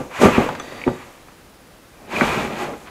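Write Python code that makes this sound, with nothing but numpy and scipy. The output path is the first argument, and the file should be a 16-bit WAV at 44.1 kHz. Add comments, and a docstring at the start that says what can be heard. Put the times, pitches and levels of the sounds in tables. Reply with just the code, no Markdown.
"""A knock and a low judder: an old wooden desk drawer full of tools is tugged further open, close by.
Stick-slip on the runners makes it scrape, hiss and groan; bumps in the frame ring the desk.
Loose things click and tap; a piece of metal pings, then skids. After a pause the drawer is shoved
back in with a long dry scrape and one sharp clack. Bare room, quiet noise floor, faint high whine."""
import sys
import numpy as np
from scipy import signal
from scipy.fft import rfft, irfft
from scipy.io import wavfile

SR = 44100
rng = np.random.default_rng(int(sys.argv[2]) if len(sys.argv) > 2 else 0)


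def master(y):
    """Save y as 16-bit WAV."""
    cut = np.clip(np.atleast_2d(y).T, -1, 1)
    pcm = np.round(cut * 32767)  # scale
    wavfile.write(sys.argv[1], SR, pcm.astype(np.int16))


N = 127890
T = np.arange(N) / SR
RING_T = T[:SR // 2]

# Stroke envelopes: t/s, judder/dB, scrape/dB, hiss/dB
PULL_LEVELS = [(0, -26, -39.5, -50), (.09, -45, -54, -56.5), (.115, -42, -39, -56), (.16, -53, -30.5, -45),
               (.195, -30, -27.5, -42), (.22, -18.5, -22, -29), (.255, -25, -17, -29.5),
               (.285, -31, -25, -38), (.35, -27.5, -22.5, -41.5), (.44, -23, -27.5, -43.5),
               (.56, -36, -44, -55), (.66, -40, -46.5, -52), (.8, -37.5, -43.5, -53), (.95, -42, -47, -53),
               (1.02, -72, -41, -56.5), (1.07, -46.5, -49.5, -56), (1.3, -66, -57.5, -64),
               (1.5, -66, -65, -85)]
PUSH_LEVELS = [(1.93, -63, -56, -103), (2.02, -44, -56.5, -63), (2.07, -46.5, -51, -66),
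               (2.125, -33, -30, -46), (2.17, -26.5, -27, -41), (2.24, -24, -21.5, -37.5),
               (2.3, -24.5, -25.5, -39), (2.38, -27, -24.5, -41), (2.45, -27, -29.5, -43.5),
               (2.49, -30.5, -35, -49.5), (2.555, -32, -33, -48.5), (2.625, -30.5, -28.5, -41.5),
               (2.675, -30.5, -35.5, -50.5), (2.735, -33, -44.5, -55.5), (2.785, -44, -52, -54.5),
               (2.85, -44.5, -48.5, -56), (2.88, -51, -41.5, -61), (2.9, -43, -45, -61)]
# Rubbing wood spectra: f/Hz, relative density/dB
JUDDER_SPECTRUM = [(25, -28), (55, -14), (130, -8.5), (210, -8), (300, -3.5), (420, -6), (700, -6.5),
                   (1100, -15), (2000, -46)]
PULL_SPECTRUM = [(200, -23), (700, -1), (1120, 4.5), (1400, 0), (2000, -2), (2500, -1.5), (3100, -8.5),
                 (4500, -18), (8000, -38)]
PUSH_SPECTRUM = [(200, -48), (600, -1.5), (900, 1.5), (1350, -1), (1850, -5), (2400, -2.5), (3000, -9),
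                 (4500, -17), (8000, -42)]
HISS_SPECTRUM = [(2000, -7), (3600, -2), (5400, 0), (6600, 4.5), (8300, -0.5), (9500, -6), (12300, -4.5),
                 (15500, -35)]
# Binding: centre t/s, half-width/s, level/dB, slip rate/Hz, octave/dB
GROANS = [(0.251, 0.017, -9.5, 198.8, -3.5), (0.354, .014, -28.5, 2600, -26),
          (0.493, 0.0071, -27, 880, -22), (2.166, .014, -23.5, 2482, -26), (2.327, 0.056, -32.5, 2425, -26),
          (2.29, .06, -36.5, 56.6, -12), (2.54, 0.019, -31.5, 204.5, -14), (2.627, 0.022, -30, 849, -27),
          (2.632, 0.025, -28, 366, -18), (2.705, 0.05, -36.5, 463.6, -22), (2.695, 0.026, -34.5, 558, -22)]
# Wood on wood: t/s, level/dB, low-pass/Hz, high-pass/Hz, rattle/dB
KNOCKS = [(.001, -21, 875, 70, -2.5), (0.2121, -12.5, 2200, 150, 0.5), (.229, -5, 1420, 190, -4),
          (0.2516, -8, 1200, 55, -1), (.261, -11, 1210, 50, 2), (.282, -15.5, 1500, 200, 4.5),
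          (0.3775, -7, 788, 64.6, -5), (.401, -14, 1170, 190, -2), (0.489, -30, 1210, 116.6, 8.5),
          (0.864, -10.5, 560, 254, -8), (.875, -15, 1140, 55, 1), (0.9, -27.5, 700, 70, 4.5),
          (2.214, -10.5, 794, 179, -5.5), (2.231, -24, 900, 160, 9), (2.37, -20, 500, 70, 1.5),
          (2.429, -30, 700, 60, -12), (2.734, -32.5, 1200, 298, 7.5)]
# Drawer and desk modes: f/Hz, pulled level/dB, pushed level/dB, t60/s
DESK_MODES = [(59.5, -8, -6, 0.088), (95.3, -2.5, -10, 0.12), (153, -7, -16, 0.15), (194, -6.5, 6.5, 0.065),
              (235.7, 1, 1, 0.16), (255, -0.5, 0.5, .1), (321, -9.5, -27, 0.17), (372.8, 1.5, -0.5, 0.18),
              (434.2, -16, -5, 0.44), (453.6, -11.5, -27, 0.24), (499, -2, -15, 0.3), (565.7, -5, -5, 0.24),
              (631, -16, -8, 0.19), (742, -7, -9, 0.14), (828, -11.5, -3.5, 0.24), (921, -7.5, -23, 0.13),
              (1096, -25, -9, 0.079), (1181, -8.5, -7, 0.24), (1214, -6.5, -5, 0.12),
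              (1547, -15, -14, 0.27)]
# Small hard things colliding: t/s, level/dB
CLICKS = [(0.8155, -26), (0.8382, -21.5), (2.165, -18)]
# Hard things on the drawer floor: t/s, level/dB, low-pass/Hz
TAPS = [(.4885, -15.5, 2220), (.528, -27, 3010), (.5505, -20, 3230), (.598, -21.5, 2220), (.722, -20, 1090),
        (1.284, -35.5, 2500), (1.318, -31.5, 1190), (2.872, -29, 2780)]
# Modes of loose things and drawer front (clack): f/Hz, level/dB, t60/s
BUZZ_MODES = [(1934, 2.5, 0.12), (2330, 1, 0.15), (2504, -1, 0.12)]
CLICK_MODES = [(2060, -5, 0.013), (2190, -4.5, 0.022), (2337, -10, 0.035), (2513, -2.5, 0.035),
               (2900, -8, 0.015)]
PING_MODES = [(1210, -1, 0.091), (2410, -8, .05), (3446, -2, 0.056), (6040, -10.5, 0.11), (6170, -2, 0.03),
              (6700, -2, 0.011), (7970, -5, 0.018)]
SKID_MODES = [(1945, 8, 0.015), (2450, 0, 0.012), (3500, -9, .025), (3760, 0, 0.019), (4630, -1, 0.015)]
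CLACK_MODES = [(885, -21, 0.034), (1136, 2, 0.034), (1405, -8, 0.052), (1506, -2, 0.051),
               (1710, -1.5, 0.029), (1925, -2, 0.04), (2100, -7, 0.039), (2275, -2, 0.062)]
# Panel rattle, tap and background spectra: f/Hz, relative density/dB
RATTLE_SPECTRUM = [(40, -13), (150, -4), (380, -5), (900, -8), (1600, -9), (2500, -10), (3400, -11),
                   (6500, -20), (15000, -72)]
TAP_SPECTRUM = [(100, -10), (450, -4), (1100, -0.5), (2300, -5.5), (4200, -10), (12000, -5)]
BACKGROUND_SPECTRUM = [(15, -36), (25, -2), (204, -3.5), (246, -4.5), (457, -6.5), (537, -7), (1200, -12.5),
                       (1800, -14.5), (2420, -17.5), (15500, -28.5)]
# Decay by band: f/Hz, t60/s
RATTLE_DECAY = [(100, 0.53), (600, 0.13), (2000, 0.077), (10000, 0.065)]
TAP_DECAY = [(300, 0.066), (2000, 0.071), (8000, 0.033)]
ROOM_DECAY = [(80, 0.16), (400, 0.55), (2000, 0.62), (10000, 0.47)]


def slide(stroke, scrape_spectrum, chatter_db=0.25, chatter_hz=69, ring_db=-1.5, buzz_db=-13):
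    """Drawer drags on its runners: the box judders, wood scrapes and hisses, loose metal buzzes."""
    times_s, *levels_db = np.transpose(stroke)
    judder_gain, scrape_gain, hiss_gain = (
        amp(np.interp(T, times_s, db)) * (T >= times_s[0]) for db in levels_db)
    drive = slips() * amp(chatter_db * wander(chatter_hz))
    judder = unit(colour(slips(), JUDDER_SPECTRUM) + amp(ring_db) * rubbed(desk_modes(times_s[0])))
    scrape = colour(drive, scrape_spectrum) + amp(buzz_db) * rubbed(BUZZ_MODES)
    hiss = colour(slips() + 0.99 * rng.standard_normal(N), HISS_SPECTRUM)
    return judder_gain * judder + scrape_gain * scrape + hiss_gain * hiss


def slips(rate_per_s=3000, smooth_gain=0.71):
    """Stick-slip: tiny randomly timed jerks over smooth rubbing."""
    jerks = rng.choice([-1, 1], N) * (rng.random(N) < rate_per_s / SR)
    return unit(unit(jerks) + smooth_gain * rng.standard_normal(N))


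def rubbed(modes):
    """Modes driven by stick-slip, rms 1."""
    return unit(through(slips(), ring(modes)))


def desk_modes(at_s, push_from_s=1.9):
    """Pulling and pushing load the desk's modes differently."""
    return [(hz, push_db if at_s > push_from_s else pull_db, t60_s)
            for hz, pull_db, push_db, t60_s in DESK_MODES]


def groans(wobble_depth=0.0348, wobble_hz=45.4):
    """The drawer binds: slips fall into step and the wood groans or squeaks."""
    out = np.zeros(N)
    for at_s, width_s, db, slip_hz, octave_db in GROANS:
        pitch_hz = slip_hz * (1 + wobble_depth * wander(wobble_hz))
        phase = 2 * np.pi * np.cumsum(pitch_hz) / SR
        tone = unit(np.sin(phase) + amp(octave_db) * np.sin(2 * phase))
        out += amp(db) * tone * swell(at_s, width_s)
    return out


def knocks(contact_s=0.0019, punch_db=7, punch_s=0.032, damping_db_per_s=61):
    """Bumps in the frame ring the desk and rattle panels; soft contact dulls them, the hand damps them."""
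    out = np.zeros(N)
    fall_db = punch_db * np.exp(-RING_T / punch_s) - damping_db_per_s * RING_T
    envelope = rise(contact_s) * amp(fall_db)
    for at_s, db, low_pass_hz, high_pass_hz, rattle_db in KNOCKS:
        rattle = amp(rattle_db) * burst(RATTLE_SPECTRUM, RATTLE_DECAY)
        body = ring(desk_modes(at_s), spread_db=2)
        blow = cut((0.27 * body + 0.64 * rattle) * envelope, low_pass_hz, "low")
        add(out, at_s, amp(db) * cut(blow, high_pass_hz, "high"))
    return out


def clack(at_s=2.2098, db=-11):
    """The drawer front catches and rings briefly."""
    out = np.zeros(N)
    add(out, at_s, amp(db) * strike(CLACK_MODES))
    return out


def contents():
    """Loose things click together and tap the drawer floor."""
    out = np.zeros(N)
    for at_s, db in CLICKS:
        add(out, at_s, amp(db) * strike(CLICK_MODES, spread_db=2.5))
    for at_s, db, low_pass_hz in TAPS:
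        add(out, at_s, amp(db) * cut(burst(TAP_SPECTRUM, TAP_DECAY), low_pass_hz, "low"))
    return out


def metal_piece(ping_s=0.5975, ping_db=-28, skid_s=0.748, skid_width_s=0.23, skid_db=-42.5):
    """Metal pings when tapped; friction rings it as it skids."""
    out = amp(skid_db) * rubbed(SKID_MODES) * swell(skid_s, skid_width_s)
    add(out, ping_s, amp(ping_db) * strike(PING_MODES))
    return out


def room(x, tail_db=-14.5, build_s=0.0075):
    """Bare walls add a short diffuse tail."""
    tail = die_away(rng.standard_normal(len(RING_T)), ROOM_DECAY)
    onset = 1 - np.exp(-(RING_T / build_s) ** 2)
    return x + amp(tail_db) * through(x, tail * onset)


def background(db=-47.5):
    """Steady quiet noise, strongest in the bass."""
    return amp(db) * colour(rng.standard_normal(N), BACKGROUND_SPECTRUM)


def whine(hz=10700, t60_s=0.0091, pulse_hz=18, db=-68.5):
    """Faint narrow band of hiss, pulsing fast."""
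    pulsing = (1 + np.cos(2 * np.pi * pulse_hz * T)) ** 2
    band = through(rng.standard_normal(N), ring([(hz, 0, t60_s)]))
    return amp(db) * unit(band * pulsing)


def ring(modes, spread_db=0):
    """Decaying sines, signs flipping in pairs; spread_db varies their balance as a strike point does."""
    offsets_db = spread_db * rng.standard_normal(len(modes))
    out = np.zeros(len(RING_T))
    for k, (hz, db, t60_s) in enumerate(modes):
        envelope = amp(db + offsets_db[k] - 60 * RING_T / t60_s)
        out += (-1) ** (k // 2) * envelope * np.sin(2 * np.pi * hz * RING_T)
    return out


def strike(modes, spread_db=0, contact_s=0.00045):
    """Modes rung by a hard contact."""
    return rise(contact_s) * ring(modes, spread_db)


def burst(spectrum, decay):
    """Dense modes as decaying coloured noise."""
    return die_away(colour(rng.standard_normal(len(RING_T)), spectrum), decay)


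def die_away(x, decay):
    """Fade each band at its own t60."""
    hz, t, bands = signal.stft(x, SR, nperseg=256)
    fade = amp(-60 * t / read(decay, hz)[:, None])
    return signal.istft(bands * fade, SR)[1][:len(x)]


def rise(contact_s):
    """Exponential attack."""
    return 1 - np.exp(-RING_T / contact_s)


def swell(at_s, width_s):
    """Gaussian envelope."""
    return np.exp(-((T - at_s) / width_s) ** 2)


def wander(hz):
    """Low-passed noise, rms 1."""
    return unit(signal.sosfilt(signal.butter(2, hz, fs=SR, output="sos"), rng.standard_normal(N)))


def colour(x, spectrum):
    """Impose a spectrum, rms 1."""
    gain = amp(read(spectrum, np.fft.rfftfreq(len(x), 1 / SR)))
    return unit(irfft(rfft(x) * gain, len(x)))


def cut(x, hz, kind):
    """Second-order low- or high-pass."""
    return signal.lfilter(*signal.butter(2, hz, kind, fs=SR), x)


def through(x, response):
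    """Convolve with a response scaled to unit energy."""
    return signal.fftconvolve(x, response / np.linalg.norm(response))[:N]


def read(table, hz):
    """Interpolate over log frequency."""
    table_hz, values = np.transpose(table)
    return np.interp(np.log(hz + 1), np.log(table_hz + 1), values)


def add(mix, at_s, sound):
    """Mix in at a time."""
    part = mix[round(at_s * SR):][:len(sound)]
    part += sound[:len(part)]


def amp(db):
    """dB to gain."""
    return 10 ** (np.asarray(db) / 20)


def unit(x):
    """Scale to rms 1."""
    return x / np.sqrt(np.mean(x ** 2) + 1e-20)


def scene():
    """Drawer and contents in the room, over the background; mono."""
    friction = slide(PULL_LEVELS, PULL_SPECTRUM) + slide(PUSH_LEVELS, PUSH_SPECTRUM) + groans()
    drawer = friction + knocks() + clack() + contents() + metal_piece()
    return (room(drawer) + background() + whine())[None]


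def record(dry):
    """Clip at full scale, then band-limit."""
    edge_hz = 15650
    low_pass = signal.firwin(511, edge_hz, window=("kaiser", 9), fs=SR)
    return signal.oaconvolve(np.clip(dry, -1, 1), low_pass[None], "same")


dry = scene()
out = record(dry)
master(out)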